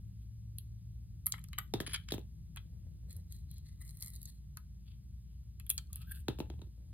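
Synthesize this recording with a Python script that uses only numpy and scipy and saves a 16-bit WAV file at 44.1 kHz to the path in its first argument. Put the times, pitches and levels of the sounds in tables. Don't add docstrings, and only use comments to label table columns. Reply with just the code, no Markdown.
import sys
import numpy as np
from scipy import signal
from scipy.fft import rfft, irfft, next_fast_len
from scipy.io import wavfile
from scipy.ndimage import uniform_filter1d, map_coordinates

SR = 44100
rng = np.random.default_rng(int(sys.argv[2]) if len(sys.argv) > 2 else 0)


def master_out(mix):
    frames = np.transpose(np.atleast_2d(mix))
    ceiling = np.clip(frames, -1, 1)
    pcm = np.round(ceiling * 32767).astype(np.int16)
    wavfile.write(sys.argv[1], SR, pcm)


N = 305613
TIME = np.arange(N) / SR
HIT = np.arange(4096) / SR
SIDES = np.array([[1], [-1]])


# start_s [s], level_db [dB]
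VENT_LEVEL = [(0, -51), (.35, -54), (3.4, -51.5), (4.3, -55), (5.5, -55), (6.3, -53), (6.6, -50),
              (6.75, -60.5), (6.93, -51)]
# pitch_hz [Hz], level_db [dB per Hz]
RUMBLE_SPECTRUM = [(21, -44), (31, -29.5), (41, -8.5), (53, -3.5), (73, -0.14), (96, -1.5), (121, -4.5),
                   (151, -9.5), (191, -11.5), (241, -27), (331, -33), (610, -64.5), (1510, -62)]
# pitch_hz [Hz], level_db [dB per Hz]
HISS_SPECTRUM = [(100, 11.5), (500, 1.5), (1200, -7.5), (2500, -5), (5000, 3.5), (12000, -3), (15000, -5),
                 (15700, -16.5)]
HUM_HZ, HUM_DB = 58, -52.5
# start_s [s], pitch_hz [Hz], level_db [dB]
DRONE_CURVES = [
    [(0, 68, -58.5), (1.6, 73, -56), (2.9, 73, -61), (3.03, 75, -71), (3.1, 89, -49.5), (3.4, 80, -54.5),
     (3.9, 72, -63.5), (5.2, 67, -64.5), (5.9, 72, -48.5), (6.6, 72, -50), (6.75, 72, -77)],
    [(0, 109, -48), (.8, 112, -54), (1.4, 117, -57.5), (2.0, 119, -57.5), (2.3, 119, -64.5)],
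    [(.5, 152, -70), (1.4, 161, -62.5), (3.3, 165, -64.5), (3.7, 145, -62.5), (4.5, 145, -63.5),
     (4.9, 145, -74)],
]

# start_s [s], hold_s [s], tear_db [dB], powdery_hiss_db [dB]
TEARS = [(.215, 0.016, -81.5, -79.5), (4.87, 0.059, -74.5, -87), (5.28, 0.066, -85.5, -95),
         (5.94, 0.086, -71.5, -72), (6.075, 0.031, -76, -83.5), (6.115, 0.0039, -66.5, -68),
         (6.15, 0.048, -76.5, -66.5)]
TEAR_ATTACK_S, TEAR_RELEASE_S = .018, .022
# pitch_hz [Hz], level_db [dB per Hz]
TEAR_SPECTRUM = [(900, -19), (1600, -8.5), (2150, -11.5), (2700, 1.5), (3300, 3), (3900, -1), (4800, 1.5),
                 (6200, -35), (9000, -29)]
# pitch_hz [Hz], level_db [dB per Hz]
POWDER_SPECTRUM = [(5000, -31), (8000, 3), (10000, 1), (12500, 1), (14500, -2.5), (16000, -15)]

# start_s [s], glassy_crack_db [dB], lower_snap_db [dB], blade_jolt_db [dB],
# ring_hz [Hz] where the blade rings most, run_s [s] for which the crack runs on
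FRACTURES = [(0.5849, -25.5, -57, -56, 4100, .0006), (1.2606, -19.5, -55, -36.5, 2050, 0.0009),
             (1.2664, -12, -32.5, -30, 2140, 0.00063), (1.2689, -12.5, -39, -33.5, 2050, 0.00045),
             (1.3225, -30, -20.5, -27.5, 3060, 0.001), (1.3394, -58, -53, -23, 2150, 0.00085),
             (1.381, -51, -53, -34, 2130, 0.0015), (1.3937, -44.5, -57, -67, 2130, 0.0012),
             (1.441, -38, -46.5, -40, 2740, .00084), (1.4865, -47, -48.5, -55.5, 1230, 0.0011),
             (1.5315, -40.5, -43, -25.5, 2600, 0.00068), (1.5813, -48, -56, -20.5, 2470, 0.0027),
             (1.5856, -20.5, -30.5, -16.5, 1810, 0.0029), (2.5615, -33.5, -50.5, -34, 2120, 0.00088),
             (2.5713, -50.5, -43, -23, 2570, 0.0015), (3.1085, -47, -45.5, -50.5, 4100, 0.00098),
             (3.129, -37.5, -57, -65, 4200, 0.00074), (3.166, -38, -56, -70.5, 4530, 0.0021),
             (3.324, -37.5, -45.5, -48, 3900, 0.0012), (3.5142, -37, -70, -50, 3900, 0.0005),
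             (3.542, -47.5, -71, -69, 4230, .001), (3.582, -45.5, -55, -54, 4200, 0.0036),
             (3.8225, -52, -49, -51.5, 1700, 0.00096), (3.893, -52, -44, -61, 4060, 0.00087),
             (3.908, -42, -51, -68, 4200, 0.0011), (3.972, -38, -60, -72, 4200, 0.0017),
             (4.007, -35, -52, -73, 4200, 0.0013), (4.011, -39, -47, -66, 4200, .0008),
             (4.0215, -36, -61, -37, 4230, .0006), (4.025, -24, -34, -71, 4320, 0.00085),
             (4.032, -35, -48, -66, 4200, .0007), (4.0465, -35, -46, -64, 4200, .001),
             (4.062, -32, -41, -60, 4200, .0007), (4.082, -31, -46, -59, 4330, .0007),
             (4.103, -39, -54, -68, 4200, .0007), (4.136, -39, -54, -67, 4200, 0.0007),
             (4.154, -42, -48, -67, 4200, .0007), (4.161, -39, -46, -67, 4250, 0.0031),
             (4.217, -36, -51, -71, 4200, .0007), (4.2304, -32, -52, -65, 4200, 0.00088),
             (4.256, -36, -38.5, -68.5, 4300, 0.0027), (4.5717, -35.5, -40.5, -31.5, 1160, 0.00068),
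             (5.5989, -37.5, -50.5, -38, 2617, 0.00081), (5.666, -37, -65, -42, 3050, 0.00045),
             (5.6949, -20.5, -42, -34, 3050, 0.0058), (5.702, -8, -29, -21, 3070, 0.0014),
             (5.712, -20, -56, -37.5, 3300, 0.00053), (5.7796, -53, -24, -26, 3150, 0.00057),
             (5.7855, -62, -38, -40.5, 1410, 0.0012), (5.931, -29, -42.5, -49, 3100, 0.00051),
             (5.9586, -26, -59, -39.5, 3920, .00082)]
# pitch_hz [Hz], level_db [dB per Hz]
GLASSY_SPECTRUM = [(500, -29), (4000, -28), (7500, -9.5), (9000, -3), (10200, 3), (11200, 6), (12200, 3.5),
                   (14000, -4.5), (15400, -7.5), (16500, -26.5)]
# pitch_hz [Hz], level_db [dB per Hz]
SNAP_SPECTRUM = [(720, -26.5), (2450, -31.5), (3300, -14.5), (4200, 8.5), (5450, -1), (7450, 10),
                 (9450, -0.5), (14100, -13.5)]
# pitch_hz [Hz], level_db [dB], t60_s [s]
BLADE_MODES = [(1082, -1.5, .025), (1277, 3.5, 0.034), (1550, -7, .03), (1920, -18.5, .02),
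               (2130, -3, 0.016), (2394, -10.5, 0.0055), (3120, 4.5, 0.0061), (3325, 3.5, .014),
               (3960, -3.5, 0.031), (4600, -9, .01)]
RATTLE_CYCLES = .014
LEAD_S, LEAD_DB = 0.0011, -13.5
JERK_S = 0.0021

PING_S, PING_DB = .5857, -42
# pitch_hz [Hz], width_hz [Hz], level_db [dB]
TIP_RESONANCES = [(3300, 700, -5), (4000, 650, 0)]

# start_s [s], thump_db [dB], contact_tick_db [dB], crumb_spray_db [dB],
# bend_s [s] that the thump takes to spread through the table
LANDINGS = [(1.738, -22.5, -24.5, -35, 0.0053), (1.8028, -26.5, -29.5, -29.5, 0.0041),
            (1.877, -39.5, -45, -60, 0.0032), (2.121, -24.5, -25, -27, 0.0029),
            (2.139, -28.5, -37, -30.5, 0.005), (2.18, -33, -51, -43.5, 0.0042),
            (6.283, -21, -28, -37, 0.0051), (6.387, -34.5, -47.5, -39.5, 0.0041),
            (6.402, -25.5, -38, -40, 0.00344), (6.5006, -37, -44.5, -77, .004),
            (6.538, -50.5, -67, -77, 0.0033), (6.592, -50, -67, -75, 0.0037), (6.617, -44, -48, -67, .007)]
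# pitch_hz [Hz], level_db [dB per Hz]
THUD_SPECTRUM = [(42, -41), (112, 7), (222, 3.5), (332, 8.5), (525, -5), (950, -9.5), (1650, -33.5),
                 (2650, -13), (6100, -49.5)]
# pitch_hz [Hz], level_db [dB per Hz]
CONTACT_SPECTRUM = [(400, -3), (1000, -5.5), (1800, -7), (2400, -22), (2900, -13.5), (3600, 0.5),
                    (4600, -8.5), (7000, -16), (9500, -16.5), (15500, -29)]
# pitch_hz [Hz], level_db [dB per Hz]
SPRAY_SPECTRUM = [(2000, -24), (7000, -4), (9500, -9), (13000, -5), (16000, -14)]
# pitch_hz [Hz], level_db [dB], t60_s [s]
TABLE_MODES = [(108, -17, .25), (325, -13, .08), (860, -24, .05)]
THUMP_LAG_S, THUMP_LEAN_DB = -0.00014, 0

# start_s [s], hold_s [s], rasp_db [dB], squeal_db [dB]
SLIDES = [(1.8655, 0.017, -48, -55), (1.895, 0.03, -49, -55.5), (1.935, .012, -40, -39),
          (1.949, .015, -42.5, -60), (2.087, 0.002, -40.5, -72), (2.106, 0.0054, -48.5, -58),
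          (2.134, 0.0027, -56, -58.5), (6.031, 0.001, -69, -84), (6.07, 0.034, -85, -69),
          (6.112, 0.0039, -74, -46), (6.119, 0.005, -58, -41.5), (6.172, 0.0028, -63, -56)]
SLIDE_ATTACK_S, SLIDE_RELEASE_S = 0.0017, 0.001
SWELL_SHARE = 0.076
# pitch_hz [Hz], width_hz [Hz], level_db [dB]
RASP_RESONANCES = [(1600, 580, -4), (2520, 520, -3), (3210, 790, -2), (4700, 900, -4.5),
                   (6550, 2300, -11.5)]
# pitch_hz [Hz], width_hz [Hz], level_db [dB]
SQUEAL_RESONANCES = [(8400, 1200, -8.5), (9970, 140, 12), (11600, 900, -7), (12800, 1100, -10.5)]

# start_s [s], hold_s [s], dull_rub_db [dB], palm_slide_db [dB]
FINGERS = [(2.65, 0.54, -74, -84.5), (6.42, 0.045, -73, -73), (6.64, 0.037, -63, -88.5),
           (6.78, 0.17, -70, -81.5)]
GRIP_ATTACK_S, GRIP_RELEASE_S = .005, 0.0097
# pitch_hz [Hz], level_db [dB per Hz]
SKIN_SPECTRUM = [(120, 26.5), (330, 21.5), (520, -24), (900, -14.5), (2000, -33), (4000, -4), (9000, -33)]
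# pitch_hz [Hz], width_hz [Hz], level_db [dB]
PALM_RESONANCES = [(490, 240, 0), (1600, 460, -17)]
PALM_DRIFT_S = .01

# start_s [s], hold_s [s], dull_drag_db [dB], sharp_drag_db [dB],
# crumbling_db [dB]
BITES = [(3.11, 0.022, -81.5, -72.5, -63), (3.31, 0.052, -88.5, -73.5, -65.5),
         (3.5, 0.066, -91, -73.5, -75.5), (3.665, 0.0094, -79.5, -69.5, -64.5),
         (3.815, 0.0067, -77, -79, -60), (3.885, 0.29, -95, -83, -65), (4.02, 0.033, -74.5, -71, -52),
         (4.14, 0.13, -85.5, -69, -61)]
BITE_ATTACK_S, BITE_RELEASE_S = 0.014, 0.043
# pitch_hz [Hz], width_hz [Hz], level_db [dB]
DULL_RESONANCES = [(1250, 300, -10), (1980, 400, 0)]
# pitch_hz [Hz], width_hz [Hz], level_db [dB]
SHARP_RESONANCES = [(4200, 800, 6.5), (5650, 820, -1), (6650, 950, 0)]
# pitch_hz [Hz], level_db [dB per Hz]
CRUMB_SPECTRUM = [(4000, -17), (7000, -10), (8200, 5), (9300, 8.5), (10300, -2), (11400, 0), (13500, -5),
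                  (15500, -9), (16400, -24)]
CHIPS_PER_S, CHIP_DB, CHIP_SNAP_DB = 110, -17.5, 3.5

# start_s [s], hold_s [s], level_db [dB]
CATCHES = [(5.904, 0.008, -68), (5.93, 0.01, -72), (5.96, 0.045, -80), (6.008, 0.04, -71),
           (6.05, .028, -77), (6.078, 0.034, -70), (6.112, 0.012, -55), (6.126, .06, -71)]
# start_s [s], pitch_hz [Hz]
SQUEAK_PITCH = [(5.93, 1200), (6.05, 1300), (6.075, 1590), (6.12, 1568), (6.18, 1610)]
# start_s [s], hold_s [s], level_db [dB]
WHISTLES = [(6.07, 0.063, -67), (6.112, .003, -55), (6.119, .005, -46)]
WHISTLE_HZ = 14000

# pitch_hz [Hz], level_db [dB]
SCATTER_LEVEL = [(300, -17), (700, -9), (1500, -7), (3300, -4), (5000, -14), (12000, -17)]
SCATTER_S = .003
# pitch_hz [Hz], left_minus_right_db [dB]
BLADE_LEAN = [(600, -5), (1500, -0.5), (2500, -1), (4500, 0)]
# pitch_hz [Hz], t60_s [s]
WALL_T60 = [(150, .2), (1000, .24), (3500, .25), (12000, .26)]
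# pitch_hz [Hz], level_db [dB]
WALL_ANSWER = [(100, -12), (400, -6), (1300, -9.5), (3500, -8.5), (6500, -28.5), (12000, -12.5)]
# pitch_hz [Hz], left_trails_right_rad [radians]
MIC_TRAIL = [(400, 0), (1500, .2), (2800, .5), (3500, 1.4), (4300, 2.3), (5400, 3.0), (7200, 3.25),
             (9500, 4.7), (12000, 6.2)]
# pitch_hz [Hz], left_minus_right_db [dB]
MIC_LEAN = [(150, 1.3), (500, -.5), (1300, 3.5), (3000, 4.2), (4500, .3), (12000, -.4)]
TOP_HZ = 16200


def amp(db):
    return 10 ** (np.asarray(db) / 20)


def unit(x):
    return x / np.sqrt(np.mean(x ** 2) + 1e-20)


def peaked(x):
    return x / np.abs(x).max(axis=-1, keepdims=True)


def along(points, hz):
    point_hz, values = np.transpose(points)
    return np.interp(np.log(hz + 1), np.log(point_hz), values)


def level(rows):
    return amp(np.interp(TIME, *np.transpose(rows)))


def wobble(rate):
    knots = rng.standard_normal(int(N * rate / SR) + 4)
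    return map_coordinates(knots, [TIME * rate])


def filtered(x, response):
    n = x.shape[-1]
    size = next_fast_len(n + 8192)
    hz = np.fft.rfftfreq(size, 1 / SR)
    return irfft(rfft(x, size) * response(hz), size)[..., :n]


def colour(points):
    def response(hz):
        cepstrum = irfft(np.log(amp(along(points, hz))))
        half = len(cepstrum) // 2
        fold = np.r_[1, np.full(half - 1, 2), 1, np.zeros(half - 1)]
        return np.exp(rfft(cepstrum * fold))
    return response


def resonances(modes):
    def response(hz):
        total = 0
        for centre, width, db in modes:
            damping = 1j * hz * width
            total = total + amp(db) * (damping / (centre * centre - hz * hz + damping)) ** 2
        return total
    return response


def bursts(life, count):
    age = HIT / life
    return rng.standard_normal((count, len(HIT))) * np.sqrt(age) * np.exp(-age)


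def placed(times, sounds):
    track = np.zeros(N + SR)
    for start_s, sound in zip(times, sounds):
        track[max(round(start_s * SR), 0):][:len(sound)] += sound
    return track[:N]


def grains(rate, spread_db, clump_db=0):
    size = amp(spread_db * np.clip(rng.standard_normal(N), -2, 2))
    crowding = amp(clump_db * wobble(110))
    slips = rng.random(N) < crowding * rate / SR
    return unit(slips * size * rng.choice([-1, 1], N))


def strokes(rows, attack_s, release_s, swell=0):
    rows = np.array(rows)
    shapes = []
    for start_s, hold_s in rows[:, :2]:
        rise = np.minimum(TIME - start_s, 0) / max(attack_s, swell * hold_s)
        fall = np.maximum(TIME - start_s - hold_s, 0) / max(release_s, swell * hold_s)
        shapes.append(np.exp(np.maximum(rise - fall, -20)))
    return amp(rows[:, 2:]).T @ np.array(shapes)


def ventilation():
    rumble = unit(filtered(rng.standard_normal(N), colour(RUMBLE_SPECTRUM)))
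    diffuse = unit(filtered(rng.standard_normal((2, N)), colour(RUMBLE_SPECTRUM)))
    hum_tone = unit(np.sin(2 * np.pi * HUM_HZ * TIME + .3 * wobble(1.4)))
    hum = amp(HUM_DB + 0.76 * wobble(4)) * hum_tone
    for start_s, pitch_hz, level_db in map(np.transpose, DRONE_CURVES):
        cycles = np.cumsum(np.interp(TIME, start_s, pitch_hz)) / SR
        gain = amp(np.interp(TIME, start_s, level_db) + 1.2 * wobble(5.1))
        hum += gain * unit(np.sin(2 * np.pi * cycles))
    air = rng.standard_normal(N) + 0.026 * rng.standard_normal((2, N))
    hiss = unit(filtered(air, colour(HISS_SPECTRUM)))
    return level(VENT_LEVEL) * amp(1.5) * (rumble + amp(-8.5) * diffuse) + hum + amp(-77.0) * hiss


def tearing(uneven_db=4.0):
    gains = strokes(TEARS, TEAR_ATTACK_S, TEAR_RELEASE_S)
    tear_gain, hiss_gain = gains * amp(uneven_db * wobble(60))
    tears = grains(rate=1200, spread_db=5, clump_db=3) + .35 * rng.standard_normal(N)
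    tear = unit(filtered(tears, colour(TEAR_SPECTRUM)))
    powder = unit(filtered(tears, colour(POWDER_SPECTRUM)))
    return tear_gain * tear + hiss_gain * powder


def jerks(run_s, count=5):
    pulses = np.zeros((len(run_s), len(HIT)))
    for row, run in zip(pulses, run_s):
        after = np.r_[0, np.cumsum(JERK_S * rng.uniform(.7, 1.3, count))]
        row[np.round(after * SR).astype(int)] = np.exp(-after / run)
    return pulses


def blade_ring(ring_hz, octave_db, dust_db, dust_s):
    count = len(ring_hz)

    def near_contact(hz):
        return amp(octave_db * np.abs(np.log2(hz / ring_hz[:, None])))

    ring = np.zeros((count, len(HIT)))
    for hz, db, t60 in BLADE_MODES:
        strength, detune = rng.standard_normal((2, count, 1))
        phase = hz * (1 + 0.0028 * detune) * HIT + rng.random((count, 1))
        phase += np.cumsum(RATTLE_CYCLES * rng.standard_normal(ring.shape), axis=1)
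        decay = amp(db + 1.7 * strength - 60 * HIT / t60)
        ring += near_contact(hz) * decay * np.sin(2 * np.pi * phase)
    ring = peaked(ring * (1 - np.exp(-HIT / 0.0002)))
    grating = filtered(bursts(dust_s, count),
                       lambda hz: resonances(RASP_RESONANCES)(hz) * near_contact(hz + 1))
    return ring + amp(dust_db) * peaked(grating)


def fractures(crack_grit=0.26, snap_grit=1.0, octave_db=-13, dust_db=-4, dust_s=0.0035):
    start_s, crack_db, snap_db, jolt_db, ring_hz, run_s = np.transpose(FRACTURES)
    count = len(start_s)
    click = HIT == 0
    crack = peaked(filtered(click + crack_grit * bursts(0.00017, count), colour(GLASSY_SPECTRUM)))
    snap = peaked(filtered(click + snap_grit * bursts(0.0004, count), colour(SNAP_SPECTRUM)))
    ring = blade_ring(ring_hz, octave_db, dust_db, dust_s)
    sounds = amp(crack_db)[:, None] * crack
    sounds += amp(snap_db + 3.0)[:, None] * snap
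    sounds += amp(jolt_db - 15.0)[:, None] * ring
    lead = rng.standard_normal((count, len(HIT))) ** 3 * np.exp(-HIT[::-1] / LEAD_S)
    lead *= amp(LEAD_DB) / np.linalg.norm(lead, axis=1, keepdims=True)
    pulses = np.hstack([lead, jerks(run_s)])
    return placed(start_s - len(HIT) / SR, signal.fftconvolve(pulses, sounds, axes=1))


def ping():
    flick = peaked(filtered(1.0 * (HIT == 0), resonances(TIP_RESONANCES)))
    return placed([PING_S], [amp(PING_DB) * flick])


def landings(settle=0.011, rustle=0.047, spray_s=0.0059):
    start_s, thump_db, tick_db, spray_db, bend_s = np.transpose(LANDINGS)
    count = len(start_s)
    bend_hz = 300

    def travel(hz):
        delay_cycles = 2 * np.sqrt(hz * bend_hz) - hz * np.sqrt(bend_hz / TOP_HZ)
        return np.exp(-2j * np.pi * bend_s[:, None] * delay_cycles)

    push = (HIT == 0) + settle * bursts(0.0055, count)
    thump = peaked(filtered(push, lambda hz: colour(THUD_SPECTRUM)(hz) * travel(hz)))
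    boom = np.zeros((count, len(HIT)))
    for hz, db, t60 in TABLE_MODES:
        decay = amp(db + 4.4 * rng.standard_normal((count, 1)) - 60 * HIT / t60)
        boom += decay * np.sin(2 * np.pi * hz * HIT)
    boom *= signal.windows.tukey(len(HIT), .2)
    contact = bursts(0.0009, count) + rustle * bursts(0.02, count)
    tick = peaked(filtered(contact, colour(CONTACT_SPECTRUM)))
    crumbs = grains(rate=2300, spread_db=8)[:count * len(HIT)].reshape(count, -1)
    crumbs = crumbs * np.sqrt(HIT) * np.exp(-HIT / spray_s)
    spray = peaked(filtered(crumbs, colour(SPRAY_SPECTRUM)))
    thumps = placed(start_s, amp(thump_db - 3.5)[:, None] * (thump + boom))
    contacts = placed(start_s, amp(tick_db + 3.5)[:, None] * tick + amp(spray_db)[:, None] * spray)
    return thumps, contacts


def sliding(uneven_db=2):
    gains = strokes(SLIDES, SLIDE_ATTACK_S, SLIDE_RELEASE_S, SWELL_SHARE)
    rasp_gain, squeal_gain = gains * amp(uneven_db * wobble(90))
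    slips = grains(rate=1300, spread_db=6, clump_db=4) + .25 * rng.standard_normal(N)
    rasp = unit(filtered(slips, resonances(RASP_RESONANCES)))
    squeal = unit(filtered(slips, resonances(SQUEAL_RESONANCES)))
    return rasp_gain * rasp + squeal_gain * squeal


def grip():
    rub_gain, shift_gain = strokes(FINGERS, GRIP_ATTACK_S, GRIP_RELEASE_S, SWELL_SHARE)
    skin = unit(filtered(grains(rate=650, spread_db=12.0), colour(SKIN_SPECTRUM)))
    slips = grains(rate=720, spread_db=9, clump_db=4)
    palm = unit(filtered(slips, resonances(PALM_RESONANCES)))
    palm = map_coordinates(palm, [(TIME + PALM_DRIFT_S * wobble(3)) * SR])
    return rub_gain * skin + shift_gain * palm * amp(4 * wobble(16))


def cutting(uneven_db=3.0):
    dull_gain, sharp_gain, crumb_gain = strokes(BITES, BITE_ATTACK_S, BITE_RELEASE_S)
    cracks = grains(rate=1200, spread_db=5, clump_db=5)
    friction = cracks + .8 * rng.standard_normal(N)
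    drag = dull_gain * unit(filtered(friction, resonances(DULL_RESONANCES)))
    drag += sharp_gain * unit(filtered(friction, resonances(SHARP_RESONANCES)))
    crumbs = unit(filtered(cracks + .7 * rng.standard_normal(N), colour(CRUMB_SPECTRUM)))
    breaks = grains(rate=CHIPS_PER_S, spread_db=6)
    chips = unit(filtered(breaks, colour(GLASSY_SPECTRUM)))
    chips += amp(CHIP_SNAP_DB) * unit(filtered(breaks, colour(SNAP_SPECTRUM)))
    unevenness = amp(uneven_db * (wobble(65) + wobble(23.13)))
    return unevenness * (drag + crumb_gain * (amp(-6) * crumbs + amp(CHIP_DB) * chips))


def friction_tone(pitch_hz, jitter, flutter_db):
    pitch = pitch_hz * (1 + jitter * wobble(640))
    tone = np.sin(2 * np.pi * np.cumsum(pitch) / SR)
    return unit(amp(flutter_db * wobble(250)) * tone)


def squeak():
    gain, = strokes(CATCHES, SLIDE_ATTACK_S, SLIDE_RELEASE_S)
    pitch_hz = np.interp(TIME, *np.transpose(SQUEAK_PITCH))
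    return gain * friction_tone(pitch_hz, jitter=.045, flutter_db=4)


def whistle():
    gain, = strokes(WHISTLES, SLIDE_ATTACK_S, SLIDE_RELEASE_S)
    return gain * friction_tone(np.full(N, WHISTLE_HZ), jitter=.018, flutter_db=4)


def table_echo(x, echo_db=-9, delay_s=0.0011):
    path_s = delay_s * (1 + .08 * wobble(2.5))
    return x + amp(echo_db) * map_coordinates(x, [(TIME - path_s) * SR])


def scattered(x):
    paths = rfft(bursts(SCATTER_S, count=1)[0])
    power = uniform_filter1d(np.abs(paths) ** 2, size=40).clip(1e-12)
    paths = irfft(paths / np.sqrt(power))
    scatter = signal.fftconvolve(filtered(x, colour(SCATTER_LEVEL)), paths)[:N]
    return filtered(x + SIDES * scatter, lambda hz: amp(SIDES * along(BLADE_LEAN, hz) / 2))


def aside(x, lag_s, lean_db):
    half = SIDES / 2
    return filtered(x, lambda hz: amp(half * lean_db) * np.exp(-2j * np.pi * half * hz * lag_s))


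def room(x, early_db=8.5, early_s=0.051):
    hz, t, noise = signal.stft(rng.standard_normal((3, SR // 2)), SR, nperseg=256)
    decay = amp(-60 * t / along(WALL_T60, hz)[:, None])
    tails = signal.istft(noise * decay, SR, nperseg=256)[1]
    t = np.arange(tails.shape[1]) / SR
    tails = tails[0] + 1.4 * tails[1:]
    onset = np.clip(t / 0.0051 - .5, 0, 1)
    tails = tails * (1 + amp(early_db) * np.exp(-t / early_s)) * onset
    send = filtered(x, colour(WALL_ANSWER))
    return signal.fftconvolve(send[None], tails / np.linalg.norm(tails[0]), axes=1)[:, :N]


def scene():
    cut = tearing() + fractures() + ping() + sliding() + cutting() + squeak() + whistle()
    hands = table_echo(cut) + grip()
    thumps, contacts = landings()
    direct = scattered(hands + contacts) + aside(thumps, THUMP_LAG_S, THUMP_LEAN_DB)
    return direct + room(hands + thumps + contacts) + ventilation()


def record(dry):
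    half = SIDES / 2

    def response(hz):
        pair = amp(half * along(MIC_LEAN, hz)) * np.exp(-1j * half * along(MIC_TRAIL, hz))
        return pair / np.sqrt(1 + (hz / TOP_HZ) ** 160)

    return filtered(dry, response)


dry = scene()
out = record(dry)
master_out(out)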